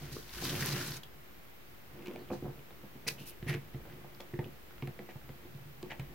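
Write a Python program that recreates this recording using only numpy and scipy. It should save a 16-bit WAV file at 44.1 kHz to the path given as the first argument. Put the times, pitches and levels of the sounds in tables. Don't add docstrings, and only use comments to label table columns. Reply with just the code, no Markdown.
import sys
import numpy as np
from scipy import signal
from scipy.fft import rfft, irfft, next_fast_len
from scipy.io import wavfile

SR = 44100
rng = np.random.default_rng(int(sys.argv[2]) if len(sys.argv) > 2 else 0)


def invert_db(x):
    u = np.asarray(x, float) / 20
    return 10 ** u


def wav_record(signal):
    frames = np.transpose(np.atleast_2d(signal))
    bounded = np.clip(frames, -1, 1)
    quanta = np.round(bounded * 32767).astype(np.int16)
    wavfile.write(sys.argv[1], SR, quanta)


N = 270774

# start_s, force_db, hardness_db
HAND_PUSHES = [(.022, -42, -34), (0.117, -40, -27), (0.369, -44.5, -6), (.423, -53, 3), (2.071, -57, 11),
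               (2.302, -42.5, -6.5), (2.314, -42, 6), (2.325, -42, -20), (2.425, -45, 3), (2.444, -42, 4),
               (2.463, -51, -16), (2.48, -39, -4), (2.578, -52, 0.5), (2.834, -50, 3), (2.953, -52.5, 2),
               (3.065, -47, 6.5), (3.203, -42, -11), (3.426, -33, -16), (3.463, -32, -11), (3.49, -32, -21),
          (3.51, -53, 12), (3.544, -32, -5), (3.744, -32, -14.5), (3.914, -61, -13), (4.335, -36.5, -3.5),
          (4.389, -30.5, -7.5), (4.43, -45, 0), (4.457, -39, -6), (4.48, -50.5, 0), (4.501, -49, -16),
          (4.824, -33, -5), (4.875, -38.5, -5), (4.996, -48.5, 2), (5.156, -40.5, -21), (5.239, -48, -12),
          (5.292, -43, -4.5), (5.448, -50.5, -1), (5.548, -45.5, -21), (5.658, -53, -13), (5.828, -44, 4),
          (5.844, -60.5, 11.5), (5.904, -56, -18), (5.994, -33.5, -17), (6.098, -42, -16)]
PUSH_UPPER_DB = -4
# start_s, level_db
TAPS = [(.022, -50), (.423, -39.5), (2.071, -53.5), (2.159, -67), (2.302, -31.5), (2.314, -36.5),
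        (2.325, -42), (2.455, -36.5), (2.481, -50), (2.707, -48), (2.836, -48.5), (3.854, -46.5),
        (4.045, -44), (4.202, -38), (4.389, -38), (4.875, -47.5), (4.99, -42), (5.089, -42.5), (5.157, -48),
        (5.904, -45), (5.919, -41), (5.994, -48)]
TAP_MIDDLE_DB = -14.5
# time_s, rustle_db, catch_db (fibres over rustle), load_db (on the table)
NUDGE = [
    (0.0, -68, 5.5, -56),
    (.036, -64, 2, -52.5),
    (.11, -62.5, 0, -62),
    (.125, -66.5, 11, -51),
    (.264, -70, 8, -72),
]
# time_s, rustle_db, catch_db (fibres over rustle), load_db (on the table)
SLIDE = [
    (.3, -64, 5.5, -79),
    (.39, -56, 2.5, -61),
    (.448, -53.5, 7.5, -40.5),
    (.526, -51, 3, -40),
    (.642, -50, 4.5, -39.5),
    (.78, -49.5, 1, -40.5),
    (.862, -53.5, 4.5, -47),
    (.974, -59.5, 6, -51.5),
    (1.018, -92, 8, -87),
]
# time_s, weight_db, fidget_db
LEAN = [(1.1, -67, -62.5), (1.56, -73, -68.5), (1.83, -62.5, -68), (1.95, -54, -54.5), (2.1, -59.5, -47),
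        (2.3, -58, -56.5), (2.46, -60, -59.5), (2.9, -69, -65.5), (3.11, -52, -54), (3.4, -72, -62.5),
        (3.6, -47, -59), (3.72, -69, -60), (3.93, -53, -54.5), (4.45, -71, -67), (4.62, -68, -63),
        (5.3, -66.5, -61), (5.68, -53.5, -63.5), (6.14, -65, -58)]
# pitch_hz, level_db, t60_s
BOOM_MODES = [(142, 0, 0.15), (97.4, -17.5, 0.31), (130.2, -9, 0.13)]
# pitch_hz, level_db, t60_s
MIDDLE_MODES = [(205.3, 0, 0.098), (264.6, -4, 0.09), (305.6, -4.5, 0.081), (357.6, 2.5, 0.076),
                (447, -5.5, 0.082)]
# pitch_hz, level_db, t60_s
UPPER_MODES = [(502, 2.5, 0.019), (600, -19, 0.029), (713, -5.5, 0.025), (871, -10, 0.03),
               (1076, -7, 0.009)]
CREAK_DB, CREAK_FOLLOWS = -45.5, 1
RUMBLE_DB, PALMS_DB = -6.5, -16
# peak_s, level_db
SWAY = [(.1, -55), (.38, -49.5), (1.9, -68), (2.46, -55), (3.21, -65), (3.46, -51), (3.76, -59),
        (3.98, -64), (4.41, -58), (4.84, -54), (5.3, -58), (6.02, -50.5)]
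SWAY_RISE_DB_PER_S, SWAY_FALL_DB_PER_S, LEGS_REST_DB, LEGS_SLIDE_DB = 183, 128, -68, -24

# start_s, peak_db, pitch_hz, ringing_share (0-1)
TICKS = [(2.2886, -51, 3300, 0.9), (2.304, -47.5, 2470, 1), (2.319, -47, 2490, 1), (2.5925, -50, 2810, .9),
         (2.7078, -46, 2540, 0), (3.075, -37, 2340, 1), (3.4273, -38.5, 1940, 0.3), (3.49, -31, 2180, 0.47),
         (3.5408, -30.5, 1800, 0.45), (3.7404, -49, 1940, 0.2), (3.747, -45, 2010, 0.2),
         (3.854, -48, 1570, 0.55), (3.899, -48, 1660, 0.55), (3.926, -44.5, 2790, 0.2),
         (4.148, -47, 4800, 0.74), (4.2047, -33.5, 3300, 0.3), (4.339, -42.5, 1920, 0.66),
         (4.391, -35, 1970, .5), (4.4434, -38.5, 2940, 0.66), (4.7082, -47, 1500, .3),
         (4.7815, -45.5, 2580, .2), (4.8236, -35, 2300, 0.42), (4.8737, -36, 1900, 0.3),
         (4.9913, -37, 1950, 0.27), (5.2145, -49.5, 1800, 0.6), (5.292, -43, 2000, .3),
         (5.829, -38.5, 4480, 0.4), (5.9969, -36, 2280, 0.44)]
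TICK_T60_S, TICK_T60_S_PER_DB = .013, .0009
WOOD_CRISP_DB = -26
# start_s, peak_db, pitch_hz, crispness_db
SNAPS = [(.16, -43, 5500, -6), (.166, -43.5, 1340, -14), (.2284, -46, 3310, 2), (0.2932, -39, 4150, -24),
         (.4374, -30, 4050, -5), (.4524, -27.5, 4200, -14), (.4674, -31, 3800, -15),
         (0.4935, -30, 3530, -8), (0.562, -39, 1690, -2), (.625, -28, 1730, -6), (.6304, -28, 5460, -1),
         (0.6607, -38, 1960, 32), (.7114, -33, 4760, 3), (.7594, -42, 2220, -6), (.81, -31.5, 1560, -12),
         (.8634, -41, 2240, 23), (.8753, -40, 4300, -7), (.9198, -31, 5270, -4), (.9694, -48, 2610, 8),
         (1.034, -37.5, 3200, -16)]
SNAP_T60_S, SNAP_RINGING = 0.023, 0.64
# start_s, peak_db
SLIPS = [
    (1.9914, -49),
    (2.0235, -48),
    (2.059, -45),
    (2.0622, -38),
    (2.0712, -36.5),
    (2.082, -41),
    (2.1113, -42),
    (2.1364, -57),
    (2.16, -38.5),
]
SLIP_HZ, SLIP_T60_S, SLIP_RINGING, SLIP_CRISP_DB = 2430, .017, 0.38, 3.5
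# start_s, peak_db, pitch_hz
RAPS = [(0.1665, -24, 376), (2.113, -31, 455), (2.161, -28.5, 600), (2.4243, -29, 334), (3.0645, -43, 337),
        (.1665, -38, 1100), (.42, -36, 151), (2.334, -33, 1500), (2.7075, -43, 745), (3.069, -42, 770),
        (4.2035, -36, 800), (4.8245, -38, 900), (4.992, -34, 450)]
# start_s, peak_db, low_edge_hz, t60_s
CRACKS = [(.128, -41, 4000, 0.013), (0.4155, -40, 3000, 0.0051), (.435, -41, 3200, 0.0067),
          (.4415, -33, 3300, .008), (.448, -33, 3300, .008), (.4545, -34, 2500, .006),
          (.48, -40, 3300, .006), (0.491, -36, 3500, 0.0089), (.5605, -29, 8000, .006),
          (.606, -41, 4500, .008), (.628, -34, 8000, .005), (.717, -39, 4000, .006),
          (.779, -38, 2000, .006), (.824, -40, 6000, .006), (.842, -34, 9000, .006),
          (.873, -30, 7000, .005), (.878, -32, 5000, .005), (.909, -34, 8000, .005),
          (.946, -43, 4000, .006), (.968, -36, 4000, .008), (2.0575, -50, 2400, .01),
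          (2.0712, -45, 2600, .01), (2.083, -45, 2800, 0.012), (2.1365, -50, 3300, .008),
          (3.071, -41, 3500, 0.007), (3.0766, -32, 8500, .012), (3.085, -31, 8000, .012),
          (3.0745, -31, 3470, .008), (3.0772, -33, 3500, .01), (3.079, -27, 3000, .008),
          (3.0835, -27, 2040, 0.0075), (3.0878, -21.5, 2560, 0.0033), (3.089, -30, 2520, .008),
          (3.268, -43, 6000, .01), (3.4808, -43, 1500, .008), (3.4872, -44, 2500, 0.011),
          (3.4955, -30, 1500, 0.0093), (3.5413, -42, 4000, .01), (3.548, -40, 2000, 0.0084),
          (4.2032, -54, 5000, .01), (4.874, -48, 6000, .012), (4.991, -60, 4000, .008),
          (5.549, -51, 2500, .008), (5.8277, -43.5, 3500, .01), (5.9033, -49, 1500, .008),
          (5.9095, -52, 2000, .008), (5.9167, -41, 1500, 0.0089), (5.9957, -45, 6500, .014)]
CRACK_OCTAVES, CRACK_SIDE, CRACK_RIGHT_DB = 1.2, .4, -1

# start_s, level_db, dryness (0 dull - 1 bright - 2 fizzy), length_s, t60_s
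SCUFFS = [(0.121, -57.5, 0.4, 0.011, .059), (1.03, -56, 1.2, 0.0061, 0.033),
          (2.303, -62.5, 1.1, 0.041, 0.22), (3.069, -40, 0.2, 0.021, 0.018), (3.077, -42, 1, 0.0072, 0.014),
          (3.083, -52, 1.5, 0.021, 0.2), (3.175, -63, 1.5, 0.042, .31), (3.246, -54, 2, 0.051, .085),
          (3.455, -42.5, -0.58, 0.051, .17), (3.468, -58, 3, .03, 0.36), (3.508, -50, -0.82, 0.046, 0.084),
          (4.198, -61, 1, 0.011, .08), (5.08, -55, -0.5, 0.024, 0.12), (5.891, -44.5, -0.98, 0.031, .06),
          (5.987, -54, -0.5, .02, 0.071)]
DRYNESS_DB = 7
# start_s, level_db, pitch_hz, width_hz, length_s
WHISPERS = [
    (0.428, -47, 4300, 1600, 0.033),
    (3.068, -48, 4900, 1600, 0.033),
    (3.461, -59, 2980, 900, 0.12),
    (2.188, -69, 4400, 600, 0.063),
    (3.0668, -47, 2250, 700, 0.014),
    (3.069, -43, 2470, 346, 0.045),
    (3.073, -46.5, 9860, 600, 0.03),
    (3.178, -55.5, 2740, 700, 0.072),
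    (3.242, -61, 2720, 600, 0.12),
    (3.479, -55.5, 9830, 600, 0.038),
]
FIZZ_DB = -10.5
# freq_hz, density_db (per Hz)
SCUFF_COLOUR = [(350, -3.5), (600, -12), (1100, -12), (1530, -12), (1820, 0), (2120, -5), (2290, -2),
                (3150, -14), (6000, -35), (7800, -55), (13200, -120)]
# freq_hz, density_db (per Hz)
SCRAPE_COLOUR = [(1500, -31), (2800, -3), (4000, 6.5), (6200, 2.5), (8000, -5.5), (10000, -21)]
# freq_hz, density_db (per Hz)
RUSTLE_COLOUR = [(290, -42), (500, -11.5), (802, -6), (871, -8.5), (1020, -2.5), (1210, -3.5), (1480, -0.5),
                 (3000, -4), (3900, -12), (6600, -120)]
# freq_hz, density_db (per Hz)
FIZZ_COLOUR = [(4120, -38), (7000, -11), (9070, -2.5), (11600, 1.5), (13500, 2), (15100, -2.5), (16000, -2)]
# freq_hz, side_over_middle_db
SCUFF_SIDE = [(60, -20), (240, -8), (950, -8), (3770, -12), (15000, -4)]
# freq_hz, side_over_middle_db
RUB_SIDE = [(60, -11), (180, -18), (550, -4), (1650, -11.5), (4970, 1), (15000, 2)]

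ROOM_T60_S, ROOM_DB, WALL_CUT_HZ = 0.17, -8, 6400
# freq_hz, density_db (per Hz)
HISS_COLOUR = [(20, -18), (40, -6), (62, -3.5), (130, -1.5), (250, -8.5), (500, -8), (1000, -12.5),
               (2000, -12.5), (3200, -17.5), (5000, -23), (8000, -28), (10000, -27), (12000, -23),
               (15900, -18.5)]
# freq_hz, side_over_middle_db
HISS_SIDE = [(60, -6), (180, 2), (550, 0.5), (1650, 0.5), (4970, 0.5), (15000, 0)]
HISS_DB = -57
# pitch_hz, width_hz, level_db
WHINES = [
    (13300, 60, -72.5),
    (14400, 200, -76),
    (15650, 400, -77),
]
CUTOFF_HZ = 15860


def thumps():
    clicks = np.zeros((3, N))
    for s, force_db, hard_db in HAND_PUSHES:
        clicks[:, int(s * SR)] += invert_db(force_db + np.array([0, hard_db, hard_db + PUSH_UPPER_DB]))
    for s, tap_db in TAPS:
        clicks[1:, int(s * SR)] += invert_db(tap_db + np.array([TAP_MIDDLE_DB, 0]))

    load_db = in_time(NUDGE + SLIDE)[2]
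    weight_db, fidget_db = in_time(LEAN)
    boom = invert_db(load_db) + invert_db(weight_db)
    creak = invert_db(CREAK_DB + CREAK_FOLLOWS * (load_db + 40)) + invert_db(fidget_db)
    tremble = invert_db(-33.5 + 1.0 * drift(18))

    low = table(BOOM_MODES, clicks[0] * invert_db(-0.5), tremble * boom,
                spread_db=1.6, scrub=0.57, scrub_s=0.017)
    middle = table(MIDDLE_MODES, clicks[1] * invert_db(-3.5), tremble * creak * invert_db(-6.5),
                   spread_db=2.0, scrub=0.8, scrub_s=0.011)
    upper = table(UPPER_MODES, clicks[2] * invert_db(-0.5), tremble * creak * invert_db(-10),
                  spread_db=2.5, scrub=0.86, scrub_s=0.016)
    top = band(low, 76, 320) + band(middle, 111, 730) + band(upper, 550, 2000)
    rumble = invert_db(load_db + RUMBLE_DB) * rms_one(band(rng.standard_normal(N), 114, 313))
    return top + legs(load_db) + rumble


def table(modes, clicks, drive, spread_db, scrub, scrub_s):
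    out = np.zeros(N)
    at = np.flatnonzero(clicks)
    r = np.exp(-1 / (scrub_s * SR))
    dragging = scrub * signal.lfilter([np.sqrt(1 - r * r)], [1, -r], clicks)
    for k, (hz, level_db, t60) in enumerate(modes):
        force = (dragging + drive / np.sqrt(t60)) * rng.standard_normal(N)
        uneven = invert_db(spread_db * rng.standard_normal(len(at)))
        force[at] += clicks[at] * uneven * (-1) ** (k + 1)
        out += invert_db(level_db) * ring(force, hz, t60)
    return out


def legs(load_db):
    s, peak_db = np.transpose(SWAY)
    t = np.arange(0, N, 64) / SR - s[:, None]
    slope_db = np.minimum(SWAY_RISE_DB_PER_S * t, -SWAY_FALL_DB_PER_S * t)
    rocks = invert_db(peak_db[:, None] + slope_db).sum(axis=0)
    swing = np.interp(np.arange(N) / 64, np.arange(len(rocks)), rocks)
    swing = swing + invert_db(LEGS_REST_DB) + invert_db(load_db + LEGS_SLIDE_DB)
    return swing * rms_one(band(rng.standard_normal(N), 39.3, 73))


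def ticks():
    out, t = np.zeros(N + 3000), np.arange(3000) / SR
    for s, peak_db, hz, crisp_db, t60, ringing in tick_rows():
        snap = rng.standard_normal(3000) * invert_db(-60 * t / max(t60, .003))
        snap[0] = 8.0
        broad = band(band(snap, 600, 3700), 600, 3700)
        narrow = band(snap, 0.84 * hz, 1.082 * hz)
        share = np.clip(ringing, 0, 1)
        body = (1 - share) * broad / np.abs(broad).max() + share * narrow / np.abs(narrow).max()
        crack = band(snap * invert_db(-60 * t / 0.0043), 7700, 21000)
        out[round(s * SR):][:3000] += invert_db(peak_db + 1.5) * body + invert_db(peak_db + crisp_db - 23) * crack
    for s, peak_db, hz in RAPS:
        swell = 2.2 * hz * t * np.exp(-1.9 * hz * t)
        out[round(s * SR):][:3000] += invert_db(peak_db) * np.sin(2 * np.pi * hz * t) * swell
    return out[:N]


def tick_rows():
    rows = [(*snap, SNAP_T60_S, SNAP_RINGING) for snap in SNAPS]
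    rows += [(s, db, SLIP_HZ, SLIP_CRISP_DB, SLIP_T60_S, SLIP_RINGING) for s, db in SLIPS]
    for s, db, hz, share in TICKS:
        t60 = TICK_T60_S + TICK_T60_S_PER_DB * (db + 46)
        rows.append((s, db, hz, WOOD_CRISP_DB, t60, share))
    return rows


def cracks():
    out, t = np.zeros((2, N + 900)), np.arange(900) / SR
    for s, peak_db, low_hz, t60 in CRACKS:
        burst = rng.standard_normal((2, 900)) * invert_db(-60 * t / max(t60, .002))
        middle, side = band(burst, low_hz, low_hz * 2 ** CRACK_OCTAVES)
        left = middle + CRACK_SIDE * side
        right = invert_db(CRACK_RIGHT_DB) * (middle - CRACK_SIDE * side)
        out[:, round(s * SR):][:, :900] += invert_db(peak_db) * np.array([left, right]) / np.abs(middle).max()
    return out[:, :N]


def slide():
    rustle_db, catch_db, _ = in_time(NUDGE + SLIDE)
    fidget_db = in_time(LEAN)[1]
    scrape_db = rustle_db + catch_db
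    streams = grit(per_s=700, spread_db=3.0, share=0.4) * invert_db(1.0 * drift(40))
    rustle_level = invert_db(rustle_db + 4.5) + invert_db(fidget_db + PALMS_DB)
    rustle = rustle_level * coloured(streams[:2], RUSTLE_COLOUR, RUB_SIDE)
    scrape = invert_db(scrape_db + 1.5 * drift(44)) * coloured(streams[1:3], SCRAPE_COLOUR, RUB_SIDE)
    fizz = invert_db(scrape_db + FIZZ_DB + 8.0) * coloured(streams[2:], FIZZ_COLOUR, RUB_SIDE)
    return rustle + scrape + fizz


def scuffs():
    t, levels = np.arange(SR // 4) / SR, np.zeros((3, N + SR))
    for s, level_db, dryness, length, t60 in SCUFFS:
        loss_db = DRYNESS_DB * (np.arange(3) - dryness) ** 2
        colour_db = level_db - loss_db + loss_db.min()
        swell = np.clip(t / (.55 * length), 0, 1) ** 2
        shape = swell * invert_db(-60 * np.maximum(t - length, 0) / t60)
        levels[:, round(s * SR):][:, :len(t)] += invert_db(colour_db)[:, None] * shape
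    streams = grit(per_s=500, spread_db=3.5, share=0.48) * invert_db(0.89 * drift(76))
    dull = levels[0, :N] * coloured(streams[:2], SCUFF_COLOUR, SCUFF_SIDE)
    bright = levels[1, :N] * coloured(streams[1:3], SCRAPE_COLOUR, RUB_SIDE)
    fizzy = levels[2, :N] * coloured(streams[2:], FIZZ_COLOUR, RUB_SIDE)
    return dull + bright + fizzy


def block():
    out = np.zeros(N)
    for s, level_db, hz, width, length in WHISPERS:
        phase = np.linspace(0, 1, round(length * SR))
        noise = rng.standard_normal(9000)
        whisper = rms_one(band(noise, hz - width / 2, hz + width / 2))[:len(phase)]
        out[round(s * SR):][:len(phase)] += invert_db(level_db) * whisper * np.sin(np.pi * np.sqrt(phase))
    return out


def room(x):
    size = next_fast_len(N + SR)
    w = 2 * np.pi * np.fft.rfftfreq(size, 1 / SR)
    dull = 1 / (1 + 1j * w / (2 * np.pi * WALL_CUT_HZ))
    tails = np.zeros((2, len(w)), complex)
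    for k, lag in enumerate(rng.uniform(.009, .04, 16)):
        loop = invert_db(-60 * lag / ROOM_T60_S) * dull * np.exp(-1j * w * lag)
        tails[k % 2] += loop / (1 - loop) * (-1) ** (k // 2)
    return irfft(tails * rfft(x, size), size)[:, :N]


def hiss():
    out = invert_db(HISS_DB - 2.04) * coloured(rng.standard_normal((2, N)), HISS_COLOUR, HISS_SIDE)
    for hz, width, level_db in WHINES:
        out += invert_db(level_db) * rms_one(ring(rng.standard_normal((2, N)), hz, 2.2 / width))
    return out


def grit(per_s, spread_db, share):
    sizes = invert_db(spread_db * np.minimum(rng.exponential(1, N), 4))
    grains = (rng.random(N) < per_s / SR) * sizes
    grains = signal.lfilter([1], [1, -.9], grains)
    return rng.standard_normal((4, N)) * (1 + share * rms_one(grains))


def coloured(streams, spectrum, side_db):
    size = next_fast_len(N)
    hz = np.maximum(np.fft.rfftfreq(size, 1 / SR), 10)
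    inside = (hz > spectrum[0][0]) * (hz < spectrum[-1][0])
    middle, side = rfft(streams, size) * invert_db(at_hz(spectrum, hz)) * inside
    side = side * invert_db(at_hz(side_db, hz))
    return irfft([middle + side, middle - side], size)[:, :N] / np.std(irfft(middle, size))


def ring(clicks, hz, t60):
    r, w = invert_db(-60 / (t60 * SR)), 2 * np.pi * hz / SR
    return signal.lfilter([0, np.sin(w)], [1, -2 * r * np.cos(w), r * r], clicks + 1e-18)


def band(x, low_hz, high_hz):
    edges = [low_hz, min(high_hz, .45 * SR)]
    return signal.sosfilt(signal.butter(2, edges, "band", fs=SR, output="sos"), x)


def drift(rate):
    r = np.exp(-80 * np.pi * rate / SR)
    noise = rng.standard_normal(N // 40 + 2002)
    slow = signal.lfilter([1], [1, -2 * r, r * r], noise)[2000:]
    return np.interp(np.arange(N) / 40, np.arange(len(slow)), rms_one(slow))


def in_time(rows):
    s, *columns = np.transpose(rows)
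    return [np.interp(np.arange(N) / SR, s, c, right=-120) for c in columns]


def at_hz(points, hz):
    freq_hz, level_db = np.transpose(points)
    return np.interp(np.log(hz), np.log(freq_hz), level_db)


def rms_one(x):
    return x / np.sqrt(np.mean(x ** 2) + 1e-20)


def scene():
    knocks, clicks = thumps(), ticks()
    rubs = scuffs() + block() + slide()
    sent = 0.88 * knocks + 0.88 * clicks + 0.75 * rubs.mean(axis=0)
    wet = invert_db(ROOM_DB) * room(band(sent, 267, 12000))
    return knocks * invert_db(np.array([[-.8], [.8]])) + clicks + rubs + wet + hiss() + cracks()


def top_cut(x):
    return signal.sosfilt(signal.butter(12, 16930, fs=SR, output="sos"), x)


def record(dry):
    low_pass = signal.ellip(12, .3, 60, CUTOFF_HZ, fs=SR, output="sos")
    mix = signal.sosfilt(low_pass, dry) - .0017
    return top_cut(mix)


dry = scene()
out = record(dry)
wav_record(out)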